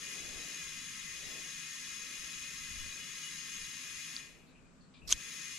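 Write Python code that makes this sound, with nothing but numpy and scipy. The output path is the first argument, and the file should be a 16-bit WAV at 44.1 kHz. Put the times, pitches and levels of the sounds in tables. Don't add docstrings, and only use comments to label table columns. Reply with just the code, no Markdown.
import sys
import numpy as np
from scipy import signal
from scipy.fft import rfft, irfft, dct, next_fast_len
from scipy.io import wavfile
from scipy.ndimage import map_coordinates

SR = 44100
rng = np.random.default_rng(int(sys.argv[2]) if len(sys.argv) > 2 else 0)


def how_loud(loudness_db):
    steps = np.asarray(loudness_db, float) / 20
    return 10 ** steps


def transcribe(signal):
    frames = np.atleast_2d(signal).T
    limited = np.clip(frames, -1, 1)
    pcm = np.round(limited * 32767).astype(np.int16)
    wavfile.write(sys.argv[1], SR, pcm)


N = 246430
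SIZE = next_fast_len(N + SR)
HZ = np.maximum(np.arange(SIZE // 2 + 1) * SR / SIZE, 1)

# f/Hz, density/dB
OUTDOORS_COLOUR = [(12, -54), (20, 5), (54, -9.5), (136, -3.5), (200, 1.5), (346, -8.5), (900, -22),
                   (1520, -29.5), (2400, -36.5), (3100, -38.5), (6000, -40.5), (7800, -36.5), (8800, -47),
                   (10700, -56), (12500, -49.5), (14500, -60)]
# f/Hz, width/Hz, level over traffic/dB
MACHINE_HUMS = [(157.6, 21.7, 6), (255.6, 12.6, 7)]
# t/s, level/dB, half length/s
CAR_PASSES = [
    (.3, -67.5, .3),
    (1.33, -65, 0.11),
    (2.4, -73, .45),
    (5.12, -70, .05),
]
# t/s, level/dB, half length/s
WIND_GUSTS = [
    (0, -61.5, 0.046),
    (.36, -58.5, .06),
    (.81, -64, .04),
    (1.2, -61, 0.057),
    (2.36, -63, 0.036),
    (2.8, -57, 0.093),
    (4.54, -71, 0.028),
    (5.12, -53, 0.052),
]
# f/Hz, likeness/1
OUTDOORS_LIKENESS = [(60, 0.049), (250, 0.65), (1400, 0.2), (6000, 0.04)]
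# f/Hz, left minus right/dB
OUTDOORS_BIAS = [(700, 0.0), (2500, 4.0)]
# f/Hz, density/dB
WIND_COLOUR = [(8, -12.5), (25, -14.5), (55, -13.5), (90, -19), (300, -58)]
TRAFFIC_DB, ROAR_FLOOR_DB, WIND_FLOOR_DB = -63, -75.5, -70.5

# t/s, length/s, level/dB
BIRD_WHISTLES = [
    (2.76, .06, -60),
    (2.97, .11, -58),
    (3.2, .1, -57),
    (3.45, .09, -61),
]
# t/s, length/s, start f/Hz, width/Hz, level/dB
BIRD_CHIRPS = [
    (1.05, .13, 2050, 30, -60),
    (1.22, .12, 1960, 30, -60),
    (4.465, .07, 4000, 700, -72),
    (4.55, .055, 2650, 380, -67),
    (4.645, .06, 2450, 100, -74),
    (4.805, .085, 4450, 330, -72),
    (4.935, .07, 3700, 1300, -64),
    (4.94, .07, 2450, 150, -68),
    (5.015, .055, 2650, 250, -62),
]
WHISTLE_HZ, WHISTLE_WIDTH_HZ, WHISTLE_SWELL_S = 2895, 23, 0.036
CHIRP_SAG_PER_S, CHIRP_ONSET_S = .35, .004

# t/s, level/dB, high over low mode/dB, swell time/s
BLOWS = [
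    (4.1645, -34.5, 7, 0.00081),
    (5.1252, -16, 9, .0005),
    (5.127, -24, -1, .0008),
    (5.129, -24.5, -6, .00037),
    (5.133, -35, -12, 0.0016),
]
# f/Hz, level/dB, t60/s
HANDLE_THUMP = [(70, -58, .09), (415, -61, .06), (520, -53.5, .07), (690, -49, .06)]
SHUT_MODES_HZ, OPEN_MODES_HZ = (3670, 4750), (3220, 6450)
CRACK_HZ, CRACK_DB = 9500, -18

# f/Hz, density/dB
THIN_SEEP = [(180, -48), (300, -30), (786, -37), (1090, -21), (2510, -18), (5310, -1), (8960, -19.5),
             (13300, -20), (14900, -39)]
# f/Hz, density/dB
FULL_JET = [(180, -47), (300, -38), (749, -27.5), (1070, -11), (1670, -19), (2240, -10), (3000, -11),
            (6360, -2.5), (10000, -15.5), (11100, -13.5), (12000, -19), (13500, -19), (14900, -77)]
POP_S, POP_DB, POP_RISE_DB_PER_S, POP_FALL_DB_PER_S = 5.078, -39.5, 3500, 1202
SPIT_TOP_S, SPIT_DB, SWELL_DB_PER_S, SPIT_HOLD_DB_PER_S = 5.113, -31, 623, 180
SNAP_S, RELEASE_DB_PER_S = 5.126, 856

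# f/Hz, density/dB
TURBULENCE = [(500, -53.5), (880, -36.5), (1050, -10.5), (1550, -13), (2000, -13.5), (2500, -12.5),
              (3700, -11), (5400, -7.5), (6600, -7), (8000, -10), (8900, -18), (10300, -12.5),
              (14250, -29.5), (14500, -60)]
# f/Hz, width/Hz, level over plain hiss/dB
HOSE_HUMPS = [(1700, 110, 2), (2036, 250, 5.5), (2420, 140, 5), (2770, 160, 5.5), (3154, 330, 7.5),
              (3420, 160, 8.5), (3864, 85, 10.5), (4430, 290, 2), (5084, 700, 4), (6487, 260, 10),
              (6780, 220, 6.5), (7600, 270, -6.5), (9550, 270, 6), (10130, 280, 5), (10590, 64, 6),
              (10800, 160, 6), (12270, 240, 9), (12950, 240, 5), (13500, 200, 11.5), (14020, 160, 8.5)]
# f/Hz, level/dB rms
WHEEL_MODES = [(1292, -76), (1631, -70), (1744, -73), (1846, -66), (1960, -70), (2030, -67), (2126, -67),
               (2207, -74), (2444, -64), (2772, -69), (2859, -66), (3009, -74), (3424, -66), (3838, -74),
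               (3914, -69), (4172, -75), (4312, -73), (4430, -72),
               (1665, -72), (1819, -72), (2064, -68), (2495, -65), (2528, -65), (2470, -69), (2890, -70),
                  (3465, -72), (3400, -71), (2800, -74), (1690, -75)]
# f/Hz, level/dB rms
VALVE_MODES = [(5066, -69), (5168, -73), (5426, -73), (5577, -75), (5712, -75), (5787, -75), (6115, -74),
               (6250, -71), (6460, -63), (6535, -64), (6880, -68), (7214, -75), (7284, -76), (7381, -75),
               (9254, -80), (9884, -82), (10207, -76), (10293, -70), (10578, -78), (11052, -80),
               (11967, -86), (12963, -86), (13415, -90), (13706, -88)]
# f/Hz, density/dB
TIRE_CAVITY = [(1500, -29), (2250, -7), (2500, -1.5), (2800, -9), (3600, -25.5)]
# f/Hz, left minus right/dB
HISS_BIAS = [(60, 10), (110, -2), (200, 2), (370, 2.5), (690, -13), (1260, 5), (2320, 4.5), (4260, 5),
             (7840, 6), (14400, -1.5)]
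# f/Hz, likeness/1
HISS_LIKENESS = [(60, -0.0), (130, 0.49), (290, 0.64), (630, 0.24), (1380, 0.56), (3010, 0.41), (6590, 0.3),
                 (14400, 0)]
HISS_DB = -46.5
FLOW_DB, SAG_DB_PER_S = 3, 0.16
SHUT_S, FADE_DB_PER_S, SHUT_DB = 4.178, 91.5, -62
OPEN_S, FIRST_GUSH_S, FULL_S, GUSH_DB = 5.07, 0.028, 0.13, -7

# f/Hz, step re hiss/dB
MASKED_STEP = [(300, -56), (470, -32), (650, -30.5), (900, -32), (1040, -52), (8200, -50), (8900, -33.5),
               (9400, -48), (10800, -44), (11600, -33.5), (14300, -34), (14500, -15)]
# f/Hz, step/dB
QUIET_FLOOR_STEP = [(8000, -105), (9300, -77), (10700, -77), (10900, -70), (14500, -70)]
FRAME, GRID = 1024, 230


def at_hz(points, hz=HZ):
    table = np.array(points)
    return np.interp(np.log(hz), np.log(table[:, 0]), table[:, 1])


def colour(spectrum):
    gain = how_loud(at_hz(spectrum))
    return gain / np.sqrt(np.mean(gain ** 2))


def resonance(hz, width_hz):
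    return 1 / (1 + 2j * (HZ - hz) / width_hz)


def drift(rate_hz):
    steps = rng.standard_normal(int(N / SR * rate_hz) + 3)
    return map_coordinates(steps, [np.arange(N) / SR * rate_hz])


def swells(rows, floor_db):
    t = np.arange(N) / SR
    power = how_loud(2 * floor_db) + sum(how_loud(2 * db) * np.exp(-((t - s) / half_s) ** 2) for s, db, half_s in rows)
    return 10 * np.log10(power)


def stereo_noise(envelope, likeness, bias_db):
    mid, side = rfft(envelope * rng.standard_normal((2, N)), SIZE)
    alike = np.clip(likeness, 0, 1)
    pair = np.sqrt((1 + alike) / 2) * mid + np.sqrt((1 - alike) / 2) * side * [[1], [-1]]
    return pair * how_loud(bias_db / 2 * np.array([[1], [-1]]))


def outdoors():
    roar_db, wind_db = swells(CAR_PASSES, ROAR_FLOOR_DB), swells(WIND_GUSTS, WIND_FLOOR_DB)
    hums = np.abs(1 + sum(how_loud(db) * resonance(hz, width_hz) for hz, width_hz, db in MACHINE_HUMS))
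    bass = 1 / (1 + (HZ / 320) ** 4)
    low = 1 / (1 + (HZ / 950) ** 6)
    alike, bias_db = at_hz(OUTDOORS_LIKENESS), at_hz(OUTDOORS_BIAS)
    traffic = stereo_noise(how_loud(TRAFFIC_DB - 1.5 + 1.62 * drift(6.9)), alike, bias_db) * bass * hums
    roar = stereo_noise(how_loud(roar_db + 16.5 + 1.5 * drift(2.7)), alike, bias_db) * (low - bass)
    air = stereo_noise(how_loud(-50.0), alike, bias_db) * (1 - low)
    wind = stereo_noise(how_loud(wind_db + 5.7 * drift(14)), .05, 1.7) * colour(WIND_COLOUR)
    return irfft((traffic + roar + air) * colour(OUTDOORS_COLOUR) + wind, SIZE)[:, :N]


def birds():
    out = np.zeros((2, N))
    calls = [(s, length_s, WHISTLE_HZ, WHISTLE_WIDTH_HZ, db, 0) for s, length_s, db in BIRD_WHISTLES]
    calls += [(*chirp, CHIRP_SAG_PER_S) for chirp in BIRD_CHIRPS]
    for s, length_s, start_hz, width_hz, level_db, sag in calls:
        end_hz = start_hz * (1 - sag * length_s)
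        t = np.arange(round(1.6 * length_s * SR)) / SR
        blur = rng.standard_normal((3, 2, 1000))
        blur = np.array([[np.interp(t * width_hz * 2.0, np.arange(1000), q) for q in b] for b in blur])
        phase = 2 * np.pi * np.cumsum(np.interp(t, [0, length_s], [start_hz, end_hz])) / SR
        notes = (blur[:, 0] + 30 / width_hz) * np.cos(phase) + blur[:, 1] * np.sin(phase)
        flutter_db = 0.62 * np.interp(t * 60, np.arange(20), rng.standard_normal(20))
        onset = np.clip(t / (CHIRP_ONSET_S if sag else WHISTLE_SWELL_S), 0, 1)
        ending_db = -30 * np.clip(t / length_s - .8, 0, 1) - 12 * sag * t / length_s
        envelope = how_loud(flutter_db + ending_db) * onset
        call = how_loud(level_db) * envelope * (0.96 * notes[0] + 0.79 * notes[1:])
        out[:, round(s * SR):][:, :len(t)] += call
    return out * how_loud([[2.2], [-2.2]])


def trigger():
    out, t = np.zeros(N), np.arange(1000) / SR
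    for s, db, high_db, swell_s in BLOWS:
        opening = s > OPEN_S
        low_hz, high_hz = OPEN_MODES_HZ if opening else SHUT_MODES_HZ
        shape = (t / swell_s * np.exp(1 - t / swell_s)) ** 2
        crack = opening * how_loud(CRACK_DB) * np.sin(2 * np.pi * CRACK_HZ * t)
        high = how_loud(high_db) * (np.sin(2 * np.pi * high_hz * t) + crack)
        ring = np.sin(2 * np.pi * low_hz * t) + high
        knock = how_loud(-12.5) * np.sin(2 * np.pi * 1500 * t) * np.exp(-t / 0.0011)
        out[round(s * SR):][:len(t)] += how_loud(db) * (shape * ring + knock)
    t = np.arange(N) / SR - SPIT_TOP_S
    thump = sum(how_loud(db - 60 * np.abs(t) / t60_s) * np.sin(2 * np.pi * hz * t) for hz, db, t60_s in HANDLE_THUMP)
    out += thump * (t > 0)
    return out * how_loud([[.6], [-.6]])


def spit_level_db():
    t = np.arange(N) / SR
    pop = POP_DB - np.maximum(POP_RISE_DB_PER_S * (POP_S - t), POP_FALL_DB_PER_S * (t - POP_S))
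    swell = SPIT_DB - np.maximum(SWELL_DB_PER_S * (SPIT_TOP_S - t), SPIT_HOLD_DB_PER_S * (t - SPIT_TOP_S))
    swell -= RELEASE_DB_PER_S * np.maximum(t - SNAP_S, 0)
    swell -= POP_RISE_DB_PER_S * np.maximum(POP_S - t, 0)
    return np.maximum(pop, swell)


def spit():
    t = np.arange(N) / SR
    jet = how_loud(spit_level_db() + 3.0 * drift(400)) * (np.abs(t - 5.13) < .065)
    opened = np.clip((t - 5.088) / 0.0137, 0, 1)
    seep = stereo_noise(jet * np.sqrt(1 - opened), .6, -1.5) * colour(THIN_SEEP)
    full = stereo_noise(jet * np.sqrt(opened), 0.55, 0.23) * colour(FULL_JET)
    return irfft(seep + full, SIZE)[:, :N]


def flow_db():
    t = np.arange(N) / SR
    steady = FLOW_DB - SAG_DB_PER_S * t
    fade = np.maximum(-FADE_DB_PER_S * np.maximum(t - SHUT_S, 0), SHUT_DB)
    back = np.interp(t - OPEN_S, [0, FIRST_GUSH_S, FULL_S], [SHUT_DB, GUSH_DB, 0])
    return steady + np.maximum(fade, back)


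def metal(modes, width_hz, gain_db):
    out = np.zeros((2, len(HZ)), complex)
    phases_rad = rng.normal(0, 0.073, len(modes))
    rms_gain = np.sqrt(SR / (np.pi * width_hz))
    for k, ((hz, level_db), phase_rad) in enumerate(zip(modes, phases_rad)):
        top = (-1) ** k * how_loud(level_db + gain_db) * rms_gain
        near = slice(*np.searchsorted(HZ, [hz - 500, hz + 500]))
        mode = top / (1 + 2j * (HZ[near] - hz) / width_hz)
        out[:, near] += mode * np.exp(1j * phase_rad * np.array([[1], [-1]]))
    return out


def hiss():
    level_db = flow_db() + 0.33 * drift(6.7) + 0.077 * drift(25)
    crowd_hz = 1000 + np.cumsum(rng.uniform(12, 52, 410))
    crowd_db = HISS_DB + at_hz(TURBULENCE, crowd_hz) + rng.normal(0, 4, 410)
    crowd = np.c_[crowd_hz, crowd_db]
    humps = np.sqrt(1 + sum((how_loud(2 * db) - 1) * np.abs(resonance(hz, width_hz)) ** 4
                            for hz, width_hz, db in HOSE_HUMPS))
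    # (dB of sound per dB of flow, response)
    parts = [(1.39, how_loud(HISS_DB - 9.5) * colour(TURBULENCE) * humps),
             (1.1, metal(crowd, 12, -28.5) * humps),
             (1.08, metal(sorted(WHEEL_MODES), 12, 1.5)),
             (1.7, metal(VALVE_MODES, 9.0, 0.87)),
             (0.46, how_loud(HISS_DB - 12.5) * colour(TIRE_CAVITY))]
    alike, bias_db = at_hz(HISS_LIKENESS) + 0.099, at_hz(HISS_BIAS)
    total = sum(stereo_noise(how_loud(follow * level_db), alike, bias_db) * body for follow, body in parts)
    return irfft(total, SIZE)[:, :N]


def scene():
    return outdoors() + birds() + trigger() + spit() + hiss()


def round_masked(x):
    window, half = np.sin(np.pi * (np.arange(2 * FRAME) + .5) / (2 * FRAME)), FRAME // 2
    padded = np.pad(x, ((0, 0), (2 * FRAME - GRID, 3 * FRAME)))
    blocks = padded[:, :(N // FRAME + 4) * FRAME].reshape(2, -1, FRAME)
    lapped = np.concatenate([blocks[:, :-1], blocks[:, 1:]], axis=2) * window
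    a, b, c, d = np.split(lapped, 4, axis=2)
    lines = dct(np.concatenate([-c[..., ::-1] - d, a - b[..., ::-1]], axis=2), type=4, norm="ortho")
    hz = (np.arange(FRAME) + .5) * SR / (2 * FRAME)
    hiss_band = (hz > 1500) & (hz < 8000)
    hiss_level = np.sqrt(np.sum(lines[..., hiss_band] ** 2, axis=(0, 2)) / 2)
    wobble_db = 2.5 * np.repeat(rng.standard_normal((len(hiss_level), FRAME // 4)), 4, axis=1)
    step = hiss_level[:, None] * how_loud(at_hz(MASKED_STEP, hz) + wobble_db) + how_loud(at_hz(QUIET_FLOOR_STEP, hz))
    rounded = np.sign(lines) * np.floor(np.abs(lines) / step + .4) * step
    folded = dct(rounded, type=4, norm="ortho")
    u, v = folded[..., :half], folded[..., half:]
    frames = np.concatenate([v, -v[..., ::-1], -u[..., ::-1], -u], axis=2) * window
    joined = frames[:, 1:, :FRAME] + frames[:, :-1, FRAME:]
    return joined.reshape(2, -1)[:, FRAME - GRID:][:, :N]


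def roll_off(x):
    return signal.sosfilt(signal.butter(12, 15010, fs=SR, output="sos"), x)


def record(dry):
    mix = round_masked(dry)
    return roll_off(mix)


dry = scene()
out = record(dry)
transcribe(out)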